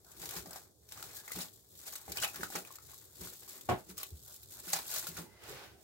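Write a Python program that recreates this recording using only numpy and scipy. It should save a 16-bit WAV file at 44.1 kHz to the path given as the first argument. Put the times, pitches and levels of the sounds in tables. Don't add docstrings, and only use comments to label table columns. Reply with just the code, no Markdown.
import sys
import numpy as np
from scipy import signal
from scipy.fft import rfft, irfft, next_fast_len
from scipy.io import wavfile
from scipy.ndimage import uniform_filter1d, map_coordinates

SR = 44100
rng = np.random.default_rng(int(sys.argv[2]) if len(sys.argv) > 2 else 0)


def to_wav(sig):
    pcm = np.clip(np.atleast_2d(sig), -1, 1) * 32767
    pcm = np.round(pcm).astype(np.int16)
    wavfile.write(sys.argv[1], SR, pcm.T)


def invert_db(x):
    u = np.asarray(x, float) / 20
    return 10 ** u


N = 257103

# t/s, crinkle level/dB, build/s, ease/s, sheet over crinkle/dB
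STRETCH = [(.11, -62.5, 0.13, 0.15, -6.5), (.235, -48, 0.059, 0.11, -3.5), (0.368, -46, 0.13, 0.06, 0),
           (0.567, -53, 0.15, 0.081, -1), (0.913, -55.5, 0.01, 0.4, 1), (1.04, -54, 0.14, 0.18, -1.5),
           (1.17, -48.5, 0.038, 0.041, -18), (1.32, -47.5, 0.015, 0.043, -8), (1.36, -54, 0.1, 0.11, 3),
           (1.419, -45, 0.17, 0.05, -4.5), (1.52, -62.5, 0.036, 0.31, -12), (1.8, -54.5, 0.083, 0.46, -10),
           (1.875, -47, 0.017, 0.033, -2), (1.93, -51.5, .05, 0.051, -5), (1.959, -52.5, 0.011, 0.056, 0.5),
           (2.09, -54.5, 0.093, 0.14, -2.5), (2.174, -43, 0.03, 0.031, -2.5),
           (2.222, -45.5, 0.012, .03, 11), (2.243, -38, 0.036, 0.018, 3), (2.28, -45.5, 0.027, 0.033, -4.5),
           (2.35, -48.5, 0.046, 0.034, 0), (2.41, -54, 0.05, 0.056, 6.5), (2.436, -47, 0.019, 0.044, 3),
           (2.52, -50, 0.11, 0.23, -21), (2.556, -47.5, 0.027, 0.04, 9.5), (2.66, -59, 0.095, 0.25, 0)]
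TUCK = [(2.912, -54, 0.083, 0.22, -7.5), (3.256, -47.5, 0.087, 0.12, -6), (3.51, -52, 0.18, 0.21, -6),
        (3.698, -63.5, 0.011, 0.027, 24), (3.8, -58, 0.056, 0.038, -17), (3.9, -50, 0.023, 0.022, -2.5),
        (3.983, -45, 0.015, 0.049, -1.5), (4.033, -47.5, 0.039, 0.04, -1.5), (4.08, -58, 0.018, 0.085, -31),
        (4.29, -57.5, 0.041, 0.43, -17), (4.358, -53, 0.24, 0.025, -16), (4.53, -52, 0.046, 0.26, -10),
        (4.6, -58, 0.022, 0.012, 1), (4.65, -49, 0.017, 0.13, -26), (4.709, -45.5, 0.054, 0.048, 1),
        (4.742, -40, 0.016, 0.07, 3), (4.966, -37.5, 0.097, 0.056, -8.5), (5.081, -44.5, 0.2, 0.053, -7),
        (5.174, -49.5, 0.04, 0.051, 4), (5.43, -62, 0.017, 0.09, -3), (5.49, -54.5, 0.035, 0.12, 0),
        (5.82, -62.5, 0.028, 0.064, -28)]
# f/Hz, density level/dB
FILM = [(2200, -38), (3500, -6), (4200, -5.5), (6000, -6.5), (7000, -2), (7800, -1), (8600, -5),
        (10100, -7), (12000, -2), (14400, -3.5), (15800, -3.5), (16500, -54)]
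FOLDS = [(1100, -17), (1800, -12.5), (2600, -6.5), (3300, -8), (4200, -4.5), (6500, -5.5), (10000, -9)]
SHEET = [(290, -27), (500, -6.5), (727, -4.5), (909, -5), (1520, -5.5), (1900, -6.5), (2470, -10.5),
         (4180, -120)]
# f/Hz, correlation/1
FILM_ALIKE = [(300, 0.85), (1000, 0.49), (2500, 0.3), (5000, 0.083), (9000, 0.053), (15000, 0.05)]


def crinkle():
    s, peak_db, build, ease, sheet_db = np.transpose(STRETCH + TUCK)
    db = swells(s, peak_db, build, ease)
    slowness = 0.74
    body_db = swells(s, peak_db + sheet_db, slowness * build, slowness * ease)
    folds_db = 24.5 + 0.59 * db + 0.83 * body_db
    fine = ticks(spread_db=3.5, clump_db=1.5, t60=0.02, count=5500)
    coarse = ticks(spread_db=14.5, clump_db=4.0, t60=0.097, count=1200)
    top = invert_db(db + 1.0) * fine * uneven(hiss(FILM, FILM_ALIKE), patchy_db=-0.5)
    folds = invert_db(folds_db) * fine ** 0.023 * coarse ** 0.058 * uneven(hiss(FOLDS, FILM_ALIKE), patchy_db=4.0)
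    sheet = invert_db(body_db - 1.5) * fine ** 0.2 * coarse ** 0.33 * hiss(SHEET, FILM_ALIKE)
    return top + folds + sheet


# t/s, peak level/dB
CRACKS = [(0.116, -34), (.166, -36), (0.2162, -25.5), (0.234, -38), (.2542, -28), (0.307, -23),
          (0.373, -43), (0.888, -33.5), (1.088, -39.5), (1.199, -34), (1.2782, -32), (1.331, -27),
          (1.353, -42), (0.427, -40), (3.245, -49), (3.33, -31), (3.609, -31), (4.721, -26), (4.913, -22),
          (1.483, -35), (1.752, -38), (1.867, -32), (1.876, -28), (1.922, -29), (1.954, -19.5),
          (2.118, -19), (2.1994, -22), (2.2744, -26), (2.7543, -27.5), (3.154, -34.5), (3.208, -31),
          (3.4307, -38), (3.97, -31), (4.0295, -22.5), (.493, -37), (0.53, -30), (.85, -60), (1.9, -36),
          (2.3, -36), (4.155, -46), (4.261, -38), (4.349, -37), (4.429, -34), (4.506, -33.5), (4.597, -44),
          (4.959, -28), (4.9726, -46)]
# t/s, peak level/dB, pop level/dB
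THUDS = [(0.0456, -39, -24), (.195, -47, -4), (.3384, -34.5, -11), (0.458, -29, -13), (0.5079, -26, -20),
         (.5591, -29.5, -8), (.9732, -33, -14), (1.0384, -44.5, 0), (1.3533, -36, -6), (2.08, -46, 9),
         (2.095, -48, 3), (2.2435, -29, -14), (2.5014, -28.5, -12), (2.5541, -24, -1.5),
         (3.6884, -29.5, 3.5), (4.7265, -30, -31), (4.7317, -14, -17), (4.7344, -17.5, -14.5),
         (4.749, -35, -23), (4.765, -23.5, -7), (4.7564, -27, -7)]
# t/s, peak level/dB, pop level/dB, pop f/Hz
POPS = [(0.29, -19.5, -29, 3300), (0.364, -28, -15, 1450), (0.9213, -21.5, -21, 1590),
        (1.026, -20, -18.5, 1370), (1.2362, -59.5, 11.5, 1090), (1.2786, -44, 14, 2030),
        (1.3058, -40, 2, 1230), (1.3178, -21, -10.5, 2040), (.976, -37, -8, 1200), (2.933, -46, -4.5, 1100),
        (3.272, -39.5, 0.5, 1370), (3.478, -44.5, -4, 1150), (5.026, -42, -1, 1500),
        (2.171, -17, -11.5, 2460), (2.216, -33, -14, 1510), (2.2258, -18.5, -8, 1550),
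        (2.2358, -22, 1, 2900), (2.246, -19, -2, 2610), (2.409, -37, 1, 1720), (2.2, -39, -15, 1300),
        (2.184, -25, -0.5, 2980), (2.286, -29.5, -3.5, 2560), (2.344, -30, -8, 1340),
        (2.358, -20.5, -18, 1910), (2.432, -22.5, 1.5, 1423), (2.5224, -30, -10, 1500),
        (2.5577, -29.5, 3, 1480), (2.65, -33, -8, 2470), (2.7055, -38.5, -2, 1080), (2.785, -34, -8, 1280),
        (3.979, -23, -21, 1230), (4.0, -38, 0, 1320), (4.031, -26.5, -15.5, 1090),
        (4.679, -33.5, -5.5, 1500), (4.7886, -17, -19, 1093), (5.0688, -19.5, -13.5, 1400),
        (5.168, -28, -12, 1440), (5.436, -32, -15, 2000), (1.3163, -47, -3, 1150),
        (2.1723, -41.5, 6.5, 1500), (2.241, -29.5, 2, 1500), (4.7313, -19, -5, 4420),
        (4.7346, -23, -5, 3700), (4.719, -40, 3, 3930), (0.256, -29, -17, 1500), (0.354, -26, -17, 1060),
        (2.119, -40.5, 3, 2280), (2.3592, -39, 0, 1750), (2.5535, -33.5, 6.5, 780)]


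def snap_rows():
    dry_snaps = [(*row, -31.5, 1500, 0.046, 3.2) for row in CRACKS]
    drummed = [(*row, 765, 0.029, 1) for row in THUDS]
    patches = [(*row, 0.02, 1) for row in POPS]
    return dry_snaps + drummed + patches


def snaps():
    t, rows = np.arange(SR // 10) / SR, snap_rows()
    room = ((0, 0), (0, len(t)))
    crack = uneven(hiss(FILM, FILM_ALIKE) + 0.81 * hiss(FOLDS, FILM_ALIKE), patchy_db=4.5)
    crack, body = np.pad(crack, room), np.pad(hiss(SHEET, FILM_ALIKE), room)
    sudden = 1 - np.exp(-t / 0.0006)
    pop_rise = 1 - np.exp(-t / 0.00013)
    out = np.zeros(crack.shape)
    for (s, db, pop_db, hz, t60, onset), chance in zip(rows, rng.standard_normal((len(rows), 4, 2, 1))):
        now = slice(round(s * SR), round(s * SR) + len(t))
        ring = 0
        for c in chance:
            detune = 1 + 0.031 * (c[0] - chance[:, 0].mean())
            ring = ring + np.sin(2 * np.pi * hz * detune * t + 0.8 * c[::-1])
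        out[:, now] += invert_db(db - 13.0 - 60 * t / t60) * sudden ** onset * crack[:, now]
        pop_fade = invert_db(db + pop_db - 12.5 - 60 * t / (1.73 * t60))
        out[:, now] += pop_fade * pop_rise * (0.63 * body[:, now] + 0.81 * ring)
    return out[:, :N]


# t/s, level/dB, build/s, ease/s, f/Hz
SQUEAKS = [(.238, -56, .012, .015, 850), (.27, -59, .06, .06, 390), (.34, -56, .04, .025, 780),
           (.37, -53, .03, .025, 430), (0.477, -56, .02, 0.024, 300), (.48, -58, .03, .04, 600),
           (1.0, -67, .03, .08, 1300), (1.165, -58.5, .04, .02, 4300), (1.2, -62, 0.053, 0.025, 1680),
           (1.368, -46.5, .008, .022, 330), (1.392, -49, .012, 0.022, 240), (1.405, -58, .02, .012, 820),
           (1.43, -63, .02, .03, 230), (2.09, -52, 0.0072, 0.039, 500), (2.27, -54, .04, .03, 760),
           (2.28, -55, .05, .022, 2600), (2.565, -49, .015, .04, 740), (2.575, -51, .015, .03, 530),
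           (3.9, -58.5, 0.011, 0.023, 300), (4.01, -64, 0.035, .04, 1150), (4.58, -64, .03, .03, 200),
           (4.92, -57, 0.02, 0.07, 1450), (5.27, -65, 0.062, 0.039, 900), (5.3, -73, 0.17, .2, 1990),
           (5.33, -79, 0.089, .15, 1400), (5.38, -71, 0.073, 0.11, 2050), (5.495, -55, .008, 0.07, 440),
           (5.5, -63, .015, .03, 4600), (5.6, -67, 0.072, 0.09, 900), (5.76, -70, .08, .15, 700),
           (5.64, -65, 0.13, 0.085, 1530)]


def squeaks():
    t, out = np.arange(N) / SR, np.zeros(N)
    width_hz = 220
    fuzz = unit(wobble(width_hz)) + 1j * unit(wobble(width_hz))
    for s, db, build, ease, hz in SQUEAKS:
        now = slice(*np.searchsorted(t, [s - 5 * build, s + 5 * ease]))
        fall_db = 12 * np.maximum((t[now] - s) / ease, (s - t[now]) / build)
        out[now] += invert_db(db - fall_db) * np.real(fuzz[now] * np.exp(2j * np.pi * hz * t[now]))
    return out


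# t/s, left-right level/dB
SIDE_OF_RIM = [(0, 1.5), (1.2, 1.5), (2.3, 1), (3.3, 2), (3.9, 0.5), (4.7, -0.5), (5.0, 1), (5.83, -4)]
# t/s, delay of the film at the left port/samples
LEFT_LATE = [(0, -6), (3.6, -6), (3.9, 4), (5.83, 4)]


def placed(x):
    delay = np.round(curve(LEFT_LATE)).astype(int)
    late = np.clip(np.arange(N) - delay, 0, N - 1)
    return np.array([x[0][late], x[1]]) * invert_db(np.outer([0.5, -0.5], curve(SIDE_OF_RIM)))


# t/s, peak level/dB, second ring (counter) level/dB, third ring (rim) level/dB
BUMPS = [(0.204, -52, -10, -14), (0.358, -45.5, -21, 18), (.403, -63, 11, -10), (0.466, -50, -21, 18),
         (1.359, -42, -17, 11.5), (2.09, -52.5, 8, 21), (2.389, -47.5, -24, 12.5), (2.55, -46, -15, 20),
         (3.209, -47.5, -1, 18), (3.89, -47.5, -26, 17), (4.116, -54.5, 14.5, 20), (4.126, -62, 25, 0),
         (4.669, -50.5, -33, 21.5), (4.733, -49, -25, -13), (5.082, -45.5, -23, -18), (5.183, -43, -26, -1),
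         (5.485, -59, -20, 29)]
# f/Hz, t60/s
BOWL = [(173.2, 0.16), (73, 0.11), (373, 0.022)]


def bumps():
    t, out = np.arange(SR // 3) / SR, np.zeros((2, N + SR))
    rise = (1 - np.exp(-t / 0.0074)) ** 2
    for (s, db, *rel_db), chance in zip(BUMPS, rng.standard_normal((len(BUMPS), 6))):
        for (hz, t60), extra_db, off, turn in zip(BOWL, [0, *rel_db], chance, chance[3:]):
            port_phase = [[0], [0.15 * turn]]
            ring = np.sin(2 * np.pi * hz * (1 + 0.045 * off) * t + port_phase)
            out[:, round(s * SR):][:, :len(t)] += invert_db(db + extra_db + 5.0 - 60 * t / t60) * rise * ring
    return out[:, :N]


# t/s, peak level/dB
KNOCK = [
    (3.6895, -23),
]
# delay/s, air level/dB, ring level/dB
LANDINGS = [
    (0, 0.5, -0.5),
    (.0075, -9.5, -8.5),
    (0.0205, -8, -5.5),
    (0.028, -14, -8),
    (.046, -13.5, -21),
]
# f/Hz, level/dB, t60/s
HOLLOW = [(90, 6.5, 0.088), (168, -17, 0.16), (371, -9.5, 0.19), (488, -8.5, 0.15), (633, -15, 0.23),
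          (721, -4, 0.12), (803, -19, 0.2), (987, -21, 0.16), (1090, -11.5, 0.12), (290, -12.5, 0.12),
          (1530, -24.5, 0.22), (2030, -27.5, 0.17), (2310, -21.5, 0.098), (2557, -29, 0.091)]
# f/Hz, density level/dB
KNOCK_AIR = [(35, -40), (60, -34), (100, -7.5), (400, -9), (800, -8.5), (1500, -15.5), (3000, -23.5),
             (9000, -47), (15000, -50)]


def knock():
    (s, db), t, out = KNOCK[0], np.arange(SR // 3) / SR, np.zeros((2, N + SR))
    later, air_db, ring_db = np.transpose(LANDINGS)
    for (hz, level_db, t60), turn in zip(HOLLOW, rng.uniform(0, 2 * np.pi, (len(HOLLOW), 2, 1))):
        fade = invert_db(db + level_db - 3.5 - 60 * t / t60) * (1 - np.exp(-t * hz * hz / 250))
        port_phase = min((hz / 520) ** 3, 0.6) * turn
        for wait, again_db in zip(later, ring_db):
            ring = np.sin(2 * np.pi * hz * (t + wait) + port_phase)
            out[:, round((s + wait) * SR):][:, :len(t)] += invert_db(again_db) * fade * ring
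    air = dying(s + later, invert_db(db - 6.5 + air_db), rise=0.0003, t60=0.22) * hiss(KNOCK_AIR)
    return out[:, :N] + air


# t/s, counter rumble level/dB, bowl rub level/dB, ease/s
GRIPS = [(.22, -56.5, -57, 0.19), (.39, -54, -55.5, 0.16), (.52, -76, -60, 0.097), (.93, -62, -73, 0.092),
         (1.09, -62, -62.5, 0.32), (1.36, -48.5, -50.5, 0.042), (1.8, -69, -69.5, 0.65),
         (2.093, -50, -45, 0.038), (2.2, -54, -57.5, 0.12), (2.412, -52, -48.5, 0.11),
         (2.568, -60, -45, 0.055), (2.3, -67, -70, 0.055), (2.84, -55.5, -65.5, 0.13),
         (3.02, -66, -74, 0.22), (3.22, -54, -53.5, 0.13), (3.55, -71, -62, 0.33),
         (3.72, -31.5, -44, 0.036), (3.9, -61, -59.5, 0.24), (4.14, -56, -64, 0.13), (4.45, -65.5, -73, 1),
         (4.77, -69, -60.5, 0.31), (5.11, -58, -56.5, 0.18), (5.197, -66, -44, 0.064),
         (5.54, -57, -57, 0.31)]
# f/Hz, density level/dB
COUNTER = [(35, -25), (58, 0.5), (95, -2), (140, -1.5), (200, -69)]
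RUB = [(130, -15.5), (180, -6), (270, -6), (380, 0), (520, -14.5), (800, -23.5)]


def hands():
    s, *peaks_db, ease = np.transpose(GRIPS)
    counter_db, rub_db = [swells(s, db, 0.47 * ease, ease) for db in peaks_db]
    shake, drag = 2.5 * wobble(14), 1.8 * wobble(30)
    rumble = invert_db(counter_db - 5.0 + shake) * hiss(COUNTER)
    rub = invert_db(rub_db - 1.5 + drag) * hiss(RUB)
    return (rumble + rub) * hush([KNOCK[0][0]], depth_db=-7, lead=0.015)


# t/s, level/dB, build/s, ease/s
SWEEP = [
    (5.44, -54.5, 0.031, 0.13),
    (5.495, -52.5, 0.055, 0.14),
    (5.56, -53, 0.11, 0.1),
    (5.635, -51.5, 0.21, 0.063),
    (5.72, -69.5, .1, 0.19),
]
# t/s, level/dB, build/s, ease/s
SLEEVE = [(0.068, -66.5, 0.017, 0.31), (0.524, -55.5, 0.04, 0.074), (1.3, -94.5, 0.13, 0.22),
          (3.1, -79.5, 0.24, 0.18), (3.8, -73, 0.13, 0.09), (4.298, -68, 0.09, 0.14),
          (4.58, -63, 0.06, 0.023), (5.3, -73, 0.2, 0.32), (4.87, -64, .06, 0.054),
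          (1.23, -71, 0.035, 0.063)]
# f/Hz, density level/dB
DRAGGED = [(250, -28), (450, -3), (640, -5.5), (900, -7.5), (1600, -7), (2200, -8), (5000, -13),
           (9000, -24)]
CLOTH = [(350, -47), (600, 7.5), (1000, 3), (1600, 8.5), (1850, -40)]


def sweep():
    drag = invert_db(swells(*np.transpose(SWEEP)) + 0.56 * wobble(43)) * uneven(hiss(DRAGGED), patchy_db=0.9)
    brush = invert_db(swells(*np.transpose(SLEEVE)) + 1.8 * wobble(20)) * hiss(CLOTH + [(2600, -120)])
    return drag + brush


# f/Hz, t60/s
WALLS = [(150, 0.33), (1000, 0.17), (4000, 0.11), (14000, 0.0086)]


def walls(x):
    hz, t, z = signal.stft(rng.standard_normal((2, SR // 3)), SR, nperseg=256)
    tail = signal.istft(z * invert_db(-60 * t / along(WALLS, hz)[:, None]), SR, nperseg=256)[1]
    tail = tail / np.linalg.norm(tail[0])
    delayed = np.pad(x, ((0, 0), (130, 0)))
    return signal.fftconvolve(delayed, tail, axes=1)[:, :N]


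# f/Hz, density level/dB
KITCHEN = [(15, -58), (25, -47), (70, 3.5), (80, -5.5), (101, 2), (140, -12.5), (169, -7), (253, -14),
           (306, -9.5), (390, -5.5), (471, -11), (1000, -27), (2300, -52), (3500, -27), (7340, -23),
           (15600, -33)]


def drone():
    sway_db = 1.2 * wobble(3) + 1.2 * wobble(12)
    return invert_db(-67 + sway_db) * hiss(KITCHEN)


# f/Hz, correlation/1
ALIKE = [(40, 0.44), (130, 0.79), (200, 0.72), (330, 0.32), (640, 0.76), (1400, 0.12), (3000, -0.18),
         (6000, -0.05), (15000, 0.22)]
# f/Hz, left-right level/dB
EARS = [(100, 0.2), (400, -4), (1400, -0.7), (5000, -0.5), (9000, 1.5), (15000, 3.5)]


def hiss(spectrum, alike=ALIKE):
    m = next_fast_len(N + 8192)
    hz = np.fft.rfftfreq(m, 1 / SR)
    turn = np.arccos(np.clip(along(alike, hz), -1, 1)) / 2
    mid, side = rfft(rng.standard_normal((2, m))) * [np.cos(turn), np.sin(turn)]
    lean = invert_db(np.outer([0.5, -0.5], along(EARS, hz)))
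    return unit(irfft(np.array([mid + side, mid - side]) * lean * invert_db(along(spectrum, hz)), m)[:, :N])


def uneven(x, patchy_db):
    z = signal.stft(x, nperseg=128)[2]
    field = uniform_filter1d(rng.standard_normal(z.shape[1:]), size=4, axis=0)
    field = uniform_filter1d(field, size=3, axis=1)
    return unit(signal.istft(z * invert_db(patchy_db * unit(field)), nperseg=128)[1][:, :N])


def ticks(spread_db, clump_db, t60, count):
    when, size = rng.random((count, 2)).T
    clumps = clump_db * wobble(35)[(when * N).astype(int)]
    gains = invert_db(-spread_db * np.log(size + 1 / 60) + clumps)
    env = dying(when * (N - 1) / SR, gains, rise=0.0001, t60=t60)
    return env / np.sqrt(np.abs(uniform_filter1d(env ** 2, SR // 8)) + 1e-12)


def dying(times, gains, rise, t60):
    t = np.arange(SR // 3) / SR
    kicks = np.bincount(np.round(np.asarray(times) * SR).astype(int), np.asarray(gains) ** 2, N)[:N]
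    fade = invert_db(-60 * t / t60) * (1 - np.exp(-t / rise))
    return np.sqrt(np.abs(signal.fftconvolve(kicks, fade ** 2)[:N]))


def swells(s, db, build, ease):
    after = np.arange(0, N + 64, 64) / SR - np.c_[s]
    fall_db = 12 * np.maximum(after / np.c_[ease], -after / np.c_[build])
    power = invert_db(np.c_[db] - fall_db) ** 2
    return np.interp(np.arange(N) / SR, after[0] + s[0], 10 * np.log10(power.sum(axis=0) + 1e-12))


def hush(times, depth_db, lead):
    t = np.arange(N) / SR
    ahead = np.append(times, 99)[np.searchsorted(times, t)] - t
    return invert_db(-depth_db * np.exp(-(ahead / lead) ** 2))


def wobble(rate):
    return map_coordinates(rng.standard_normal(int(N * rate / SR) + 4), [np.arange(N) * rate / SR])


def curve(rows):
    s, value = np.transpose(rows)
    return np.interp(np.arange(N) / SR, s, value)


def along(points, hz):
    f, v = np.transpose(points)
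    return np.interp(np.log(hz + 1), np.log(f + 1), v)


def unit(x):
    return x / np.sqrt(np.mean(x ** 2) + 1e-20)


def scene():
    taut = hush(sorted(row[0] for row in THUDS + POPS), depth_db=5, lead=0.015)
    film = placed(taut * crinkle() + snaps() + squeaks())
    echo = invert_db(-10) * walls(film)
    return film + echo + bumps() + knock() + hands() + sweep() + drone()


def roll_off(x):
    return signal.sosfilt(signal.butter(12, 16780, fs=SR, output="sos"), x)


def record(dry):
    hz = np.fft.rfftfreq(N, 1 / SR)
    low_cut_hz = 36
    response = (hz < 15950) / (1 + (low_cut_hz / (hz + 1)) ** 4)
    mix = irfft(rfft(dry) * response, N)
    return roll_off(mix)


dry = scene()
out = record(dry)
to_wav(out)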